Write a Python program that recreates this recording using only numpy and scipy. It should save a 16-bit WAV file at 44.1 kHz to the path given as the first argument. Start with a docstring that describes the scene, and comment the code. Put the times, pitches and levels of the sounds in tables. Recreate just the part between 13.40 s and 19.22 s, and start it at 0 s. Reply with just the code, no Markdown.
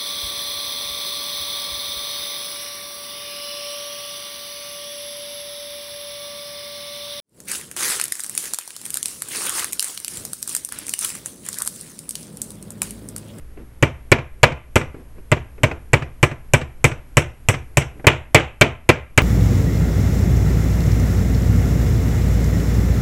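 """Hammering a pin into plastic

A claw hammer drives a steel pin into a plastic housing that a hand holds down on a wooden bench.
Each blow is a steel tick, a clack of the housing and a thump of the bench top. Metal rings, loose
parts chatter, and the housing hops and lands again. Now and then the hand rubs and nudges it.
The room is small and hums faintly; the blows overload the close microphone."""
import sys
import numpy as np
from scipy import signal
from scipy.fft import rfft, irfft
from scipy.io import wavfile

SR = 44100
rng = np.random.default_rng(int(sys.argv[2]) if len(sys.argv) > 2 else 0)


def to_wav(sig):
    """Store sig (one row per channel, or 1-D mono) as 16-bit WAV at the path in sys.argv[1].

    Samples outside -1..1 are clipped; the rate is SR.
    """
    pcm = np.clip(np.atleast_2d(sig), -1, 1) * 32767
    pcm = np.round(pcm).astype(np.int16)
    wavfile.write(sys.argv[1], SR, pcm.T)  # frames by channels


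N = 256662
T = np.arange(SR // 4) / SR  # seconds within one blow

# The hammer blows. Drive is the shove into the housing; hop is the time until it lands again.
# start_s, force_db, drive_db, metal_ring_db, thump_pitch_hz, hop_s, landing_db
BLOWS = [(0.4257, -5.5, -3, -41.5, 113.7, 0.039, -37.5), (0.7170, -2.5, 3.5, -45.5, 104, 0.065, -27),
         (1.0315, 2, 6.5, -39.5, 107, 0.086, -29.5), (1.3575, -4, -1.5, -32.5, 94.2, .053, -26),
         (1.9172, -5.5, -5, -49, 110.5, 0.048, -32), (2.234, -4.5, -4.5, -41.5, 108.5, 0.077, -26.5),
         (2.5328, -2, -2.5, -39, 112, 0.087, -28), (2.829, -4.5, -1.5, -34, 113, 0.082, -30.5),
         (3.136, 0.5, -2, -32, 114.4, 0.075, -29), (3.4425, -0.4, -1.9, -28.5, 118, 0.071, -28),
         (3.77, .5, -2.4, -28, 116.7, 0.048, -37.5), (4.0870, 1.1, -8, -29, 100.2, .051, -26),
         (4.3714, 1.5, -7.5, -28, 124, 0.044, -26), (4.6689, 8.5, 5.5, -41.5, 100.7, 0.051, -29.5),
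         (4.9465, 10.5, 7.5, -37, 103.4, 0.047, -28), (5.212, 4.5, 7, -36, 108, .05, -33),
         (5.4908, 2.3, 5.5, -39, 101.5, 0.041, -37), (5.7767, 1.5, 3, -35, 99.5, .05, -31)]


def hammering():
    """The hammer strikes the pin, and the blow travels through the housing into the bench."""
    # The housing clacks as the pin shoves it, then as it is pressed onto the bench: delay_s, level_db
    clacks = [(.0007, -3), (.0055, -3)]
    out = np.zeros(N)
    for start_s, force_db, drive_db, metal_db, pitch_hz, _, _ in BLOWS:
        thump_s = 0.012 * np.exp(-0.012 * drive_db)  # more drive, shorter thump
        bench = thump(thump_level(force_db, drive_db), pitch_hz, thump_s)
        loose = clatter(-23.5 + force_db + 0.45 * drive_db)
        add(out, start_s, tick(force_db - 8) + jingle(metal_db + 7.5) + loose + bench)
        for delay_s, level_db in clacks:
            add(out, start_s + delay_s, clack(drive_db + level_db - 6, tilt=0.1 * drive_db))
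    return out


def tick(level_db, chatter=0.25, chatter_s=0.016):
    """Steel meets steel: one hard contact and a few milliseconds of chatter on the pin."""
    # Tone of steel on steel: pitch_hz, level_db
    steel_tone = [(200, -13), (450, 4.5), (900, 3), (1900, 1), (2600, 9.5), (3200, 0), (4000, -25.5),
                  (5000, -17.5), (5700, -7.5), (7600, 3), (9300, -13), (12000, -16), (16000, -15.5)]
    contact = chatter * rng.standard_normal(len(T)) * dying(chatter_s)
    contact[0] += 1
    return levelled(signal.fftconvolve(contact, click(steel_tone))[:len(T)], level_db, samples=130)


def clack(level_db, tilt, rasp=0.78, rasp_s=0.052, ring_s=0.038, rise_s=0.0024):
    """The housing rings briefly, its tones shifting a little with the grip, and the sliding pin rasps."""
    # Tones of the plastic housing: pitch_hz, level_db
    housing_tones = [(232, -1.5), (345, -0.5), (495, 3.5), (600, 1.5), (890, -6.5), (1020, -3), (1180, -6),
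                     (1390, -20), (1535, -17), (1712, -15), (2050, 0.5), (2320, 3), (2680, -7.5),
                     (3050, -7.5), (3600, -15), (4500, -20.5)]
    # Plastic scraping on steel: pitch_hz, level_db
    scrape_tone = [(120, -14.5), (400, 0), (900, -8), (1400, -5.5), (2500, -3.5), (3200, -16.5),
                   (4300, -23.5), (16000, -40.5)]
    ring = np.zeros(len(T))
    for pitch_hz, tone_db in housing_tones:
        detune, uneven_db = rng.standard_normal(2) * (0.013, 4)
        phase = pitch_hz * (1 + detune) * T + rng.random()
        ring += amp(tone_db + uneven_db) * np.sin(2 * np.pi * phase)
    ring = evened(tilted(ring, tilt)) * dying(ring_s)
    slide = evened(tilted(noise(scrape_tone, len(T)), tilt)) * dying(rasp_s)
    fade_in = 1 - np.exp(-(T / rise_s) ** 2)
    return levelled((ring + rasp * slide) * fade_in, level_db, samples=600)


def jingle(level_db, haze_s=0.135, ring_s=0.16):
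    """Metal parts ring: a few clear tones that shift with how the pin sits, over a haze of many more."""
    # Tones of the steel pin and spring: pitch_hz, level_db
    steel_tones = [(5420, -4.5), (5720, -4.5), (5900, -4.5), (6100, -5.5), (7600, -1), (7950, -1),
                   (8270, -2)]
    # The haze of close-packed metal tones: pitch_hz, level_db
    haze_tone = [(1500, -18), (2500, -4), (3500, -11), (4700, -19.5), (5350, -1.5), (5850, -2), (6500, -2),
                 (7200, -2), (8150, 5), (9200, -7), (11000, -6), (13000, -14), (16000, -20)]
    ring = np.zeros(len(T))
    for pitch_hz, tone_db in steel_tones:
        shifted_hz = pitch_hz * (1 + 0.0019 * rng.standard_normal())
        ring += amp(tone_db) * np.sin(2 * np.pi * (shifted_hz * T + rng.random()))
    haze = noise(haze_tone, len(T)) * dying(haze_s)
    return amp(level_db) * (haze + amp(-6) * evened(ring) * dying(ring_s))


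def thump(level_db, pitch_hz, length_s):
    """The bench top is pushed down, swings briefly under the hand, then rings on faintly."""
    # Tones the bench rings on with: pitch_hz, level_db, fade_s
    bench_tones = [(35, -30, .25), (68.1, -17, 0.31), (76.3, -18, .31), (134.1, -20, .24),
                   (228, -21.5, .08), (346.7, -17, 0.11)]
    progress = T / length_s
    push = 2 * progress ** 1.46 * np.exp(-progress ** 2) * np.cos(2 * np.pi * pitch_hz * (T - 0.001))
    ring = sum(amp(db) * dying(fade_s) * np.sin(2 * np.pi * hz * T) for hz, db, fade_s in bench_tones)
    return levelled(push + ring, level_db, samples=600)


def thump_level(force_db, drive_db):
    """The bench thump's level in dB grows with both the force and the drive of a blow."""
    return -8 + 0.3 * force_db + 0.3 * drive_db


def clatter(level_db, contacts_per_s=2500, fade_s=0.19, rise_s=0.007):
    """Loose parts bounce inside the housing in a dying shower of tiny contacts."""
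    # Tone of one tiny contact: pitch_hz, level_db
    contact_tone = [(150, -14.5), (450, 3.5), (900, -2.5), (1500, -4.5), (2400, 4), (3100, -2.5),
                    (3800, -12.5), (4600, -26), (8000, -29), (16000, -46)]
    contacts = rng.standard_normal(len(T)) * (rng.random(len(T)) < contacts_per_s / SR)
    shower = signal.fftconvolve(contacts, click(contact_tone))[:len(T)]
    return levelled(shower * dying(fade_s) * (1 - np.exp(-T / rise_s)), level_db, samples=3000)


def landing():
    """The housing hops after each blow and drops back on the bench, more sharply after a forceful one."""
    out = np.zeros(N)
    for start_s, force_db, drive_db, metal_db, _, hop_s, landing_db in BLOWS:
        thump_db = thump_level(force_db, drive_db) - 16.2
        drop = knock(landing_db, tilt=0.78 + 0.5 * force_db, metal_db=metal_db - 12, thump_db=thump_db)
        add(out, start_s + hop_s, drop)
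    return out


def knock(level_db, tilt, metal_db, thump_db, rise_s=0.0025):
    """The housing meets the bench with a soft-edged knock."""
    # A soft contact of plastic on wood passes little treble: pitch_hz, gain_db
    cushion = [(20, 2), (3500, 0), (8500, 0), (10500, -15.5), (16000, -29)]
    plastic = clack(level_db + 3, tilt, rasp=2.2, rasp_s=0.055)
    metal = jingle(metal_db, haze_s=0.065, ring_s=0.08)
    bench = thump(thump_db, pitch_hz=120, length_s=0.01)
    contact = (plastic + metal + bench) * (1 - np.exp(-T / rise_s))
    return signal.fftconvolve(contact, click(cushion))


def nudging():
    """Dull knocks as the hand sets the housing straight."""
    # Nudges between blows: start_s, level_db
    nudges = [(0.171, -43), (1.542, -38), (1.781, -48.5), (2.178, -46.5), (4.594, -44), (4.642, -28.5)]
    out = np.zeros(N)
    for start_s, level_db in nudges:
        add(out, start_s, knock(level_db, tilt=-5.5, metal_db=level_db - 27, thump_db=level_db - 6.2))
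    return out


def rubbing():
    """Skin slides over the plastic in short dull swells as the hand changes its grip."""
    # The rubs: start_s, length_s, level_db
    rubs = [(0.153, 0.099, -41.5), (1.531, 0.13, -44), (1.74, 0.073, -45.5), (2.166, 0.15, -44.5),
            (4.514, 0.12, -46)]
    # Tone of skin on plastic: pitch_hz, level_db
    skin_tone = [(60, -7), (150, -4.5), (400, -2.5), (700, -22), (2000, -28), (5000, -47), (16000, -57)]
    out = np.zeros(N)
    for start_s, length_s, level_db in rubs:
        samples = round(length_s * SR)
        add(out, start_s, amp(level_db) * noise(skin_tone, samples) * np.hanning(samples))
    return out


def workbench():
    """All the sound the work sends in one direction; the fine detail differs with each call."""
    return hammering() + landing() + nudging() + rubbing()


def room(sound, echo_db=-12):
    """Dense echoes from the walls build up and die away, each pitch at its own pace."""
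    # Time the echoes take to build up: pitch_hz, rise_s
    rise_times = [(130, 0.012), (300, 0.0027), (1500, 0.005), (8000, 0.011)]
    # Time they take to die away: pitch_hz, fade_s
    fade_times = [(90, 0.26), (250, 0.22), (700, 0.27), (2500, 0.33), (3700, .28), (4700, .19),
                  (5900, 0.21), (8000, 0.26), (14000, 0.089)]
    # Tone of the echoes: pitch_hz, gain_db
    echo_tone = [(40, -1.5), (85, 2), (135, -0.5), (180, -2.5), (240, 5.5), (450, -1), (800, 2), (1400, -4),
                 (2500, -9.5), (4500, -4), (5900, 2), (8000, -15), (15000, -12.5)]
    hz, t, bands = signal.stft(rng.standard_normal(SR // 2), SR, nperseg=512)
    rise = 1 - np.exp(-(t / read(rise_times, hz)[:, None]) ** 2)
    fall = np.exp(-np.log(1000) * t / read(fade_times, hz)[:, None])
    tail = signal.istft(bands * rise * fall, SR, nperseg=512)[1]
    tail = signal.fftconvolve(tail / np.linalg.norm(tail), click(echo_tone))
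    return amp(echo_db) * signal.fftconvolve(sound, tail)[:N]


def background(air_db=-41.5):
    """Still air, mains hum and a thin electronic whine."""
    # The quiet room and the microphone's hiss: pitch_hz, level_db
    air_tone = [(20, 1), (45, -7.5), (110, -17), (180, -21), (400, -26.5), (800, -34.5), (2200, -38.5),
                (4000, -48.5), (9500, -47.5), (11000, -44), (12500, -56), (14500, -52), (15500, -77.5)]
    # Mains hum: pitch_hz, level_db
    hum = [(59.5, -43), (119, -53.5)]
    # Electronic whine: pitch_hz, level_db
    whine = [(9012, -75), (9082, -75), (11364, -66)]
    t = np.arange(N) / SR
    tones = sum(amp(db) * np.sin(2 * np.pi * (hz * t + rng.random())) for hz, db in hum + whine)
    return tones + amp(air_db) * noise(air_tone, N)


def amp(db):
    """Turns decibels into a number to multiply by."""
    return 10 ** (np.asarray(db) / 20)


def evened(sound):
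    """Scales a sound to an average (rms) level of 1."""
    return sound / np.sqrt(np.mean(sound ** 2) + 1e-20)


def levelled(sound, level_db, samples):
    """Scales a sound so that its first samples average level_db."""
    return amp(level_db) * sound / np.sqrt(np.mean(sound[:samples] ** 2))


def dying(fade_s):
    """A fade that is 60 dB down after fade_s."""
    return np.exp(-np.log(1000) * T / fade_s)


def tilted(sound, tilt):
    """Brightens a sound by tilt dB per octave around 1 kHz, as a harder contact does; below 0 it dulls."""
    octaves = np.log2(np.clip(np.fft.rfftfreq(len(sound), 1 / SR), 250, 4000) / 1000)
    return irfft(rfft(sound) * amp(tilt * octaves), len(sound))


def read(table, hz):
    """Looks up a pitch in a table, gliding between its rows."""
    pitches, values = np.transpose(table)
    return np.interp(np.log(hz + 1), np.log(pitches), values)


def noise(tone, samples):
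    """Noise shaped by a tone table, at an average level of 1."""
    gain = amp(read(tone, np.fft.rfftfreq(samples, 1 / SR)))
    return evened(irfft(rfft(rng.standard_normal(samples)) * gain, samples))


def click(tone, samples=2048):
    """The shortest click with the given tone table; it also serves as a filter."""
    log_gain = np.log(amp(read(tone, abs(np.fft.fftfreq(samples, 1 / SR)))))
    return np.fft.ifft(np.exp(np.conj(signal.hilbert(log_gain)))).real


def add(mix, start_s, sound):
    """Mixes a sound in at start_s."""
    part = mix[max(round(start_s * SR), 0):][:len(sound)]
    part += sound[:len(part)]


def scene(directions=4):
    """The direct sound, the sound sent other ways coming back from the walls, and the background."""
    echoes = sum(room(workbench()) for _ in range(directions)) / np.sqrt(directions)
    return (workbench() + echoes + background())[None]


def record(dry, threshold_db=-18, recovery_db_per_s=55, cut_share=0.45, ceiling=0.88, top_hz=15950):
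    """Automatic volume dips after each blow, too late to stop the clipping; the top treble is lost."""
    # Treble loss of the recorder: pitch_hz, gain_db
    treble_loss = [(20, 2.5), (8000, 0), (12500, 1), (14500, -4), (16000, -12)]
    power = signal.lfilter([1 / 400], [1, 1 / 400 - 1], dry[0] ** 2)  # smoothed over 400 samples
    power_db = 10 * np.log10(power + 1e-12)
    recovery_db = np.arange(N) * recovery_db_per_s / SR
    held_db = np.maximum.accumulate(power_db + recovery_db) - recovery_db  # each peak sinks slowly
    excess_db = np.maximum(held_db - threshold_db, 0)
    late_db = signal.lfilter([1 / 500], [1, 1 / 500 - 1], excess_db)  # lags by about 500 samples
    clipped = np.clip(dry * amp(-cut_share * late_db), -ceiling, ceiling)
    dulled = signal.oaconvolve(clipped, click(treble_loss)[None])[:, :N]
    low_pass = signal.firwin(255, top_hz, window=("kaiser", 9), fs=SR)
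    return signal.oaconvolve(dulled, low_pass[None], "same")


dry = scene()
out = record(dry)
to_wav(out)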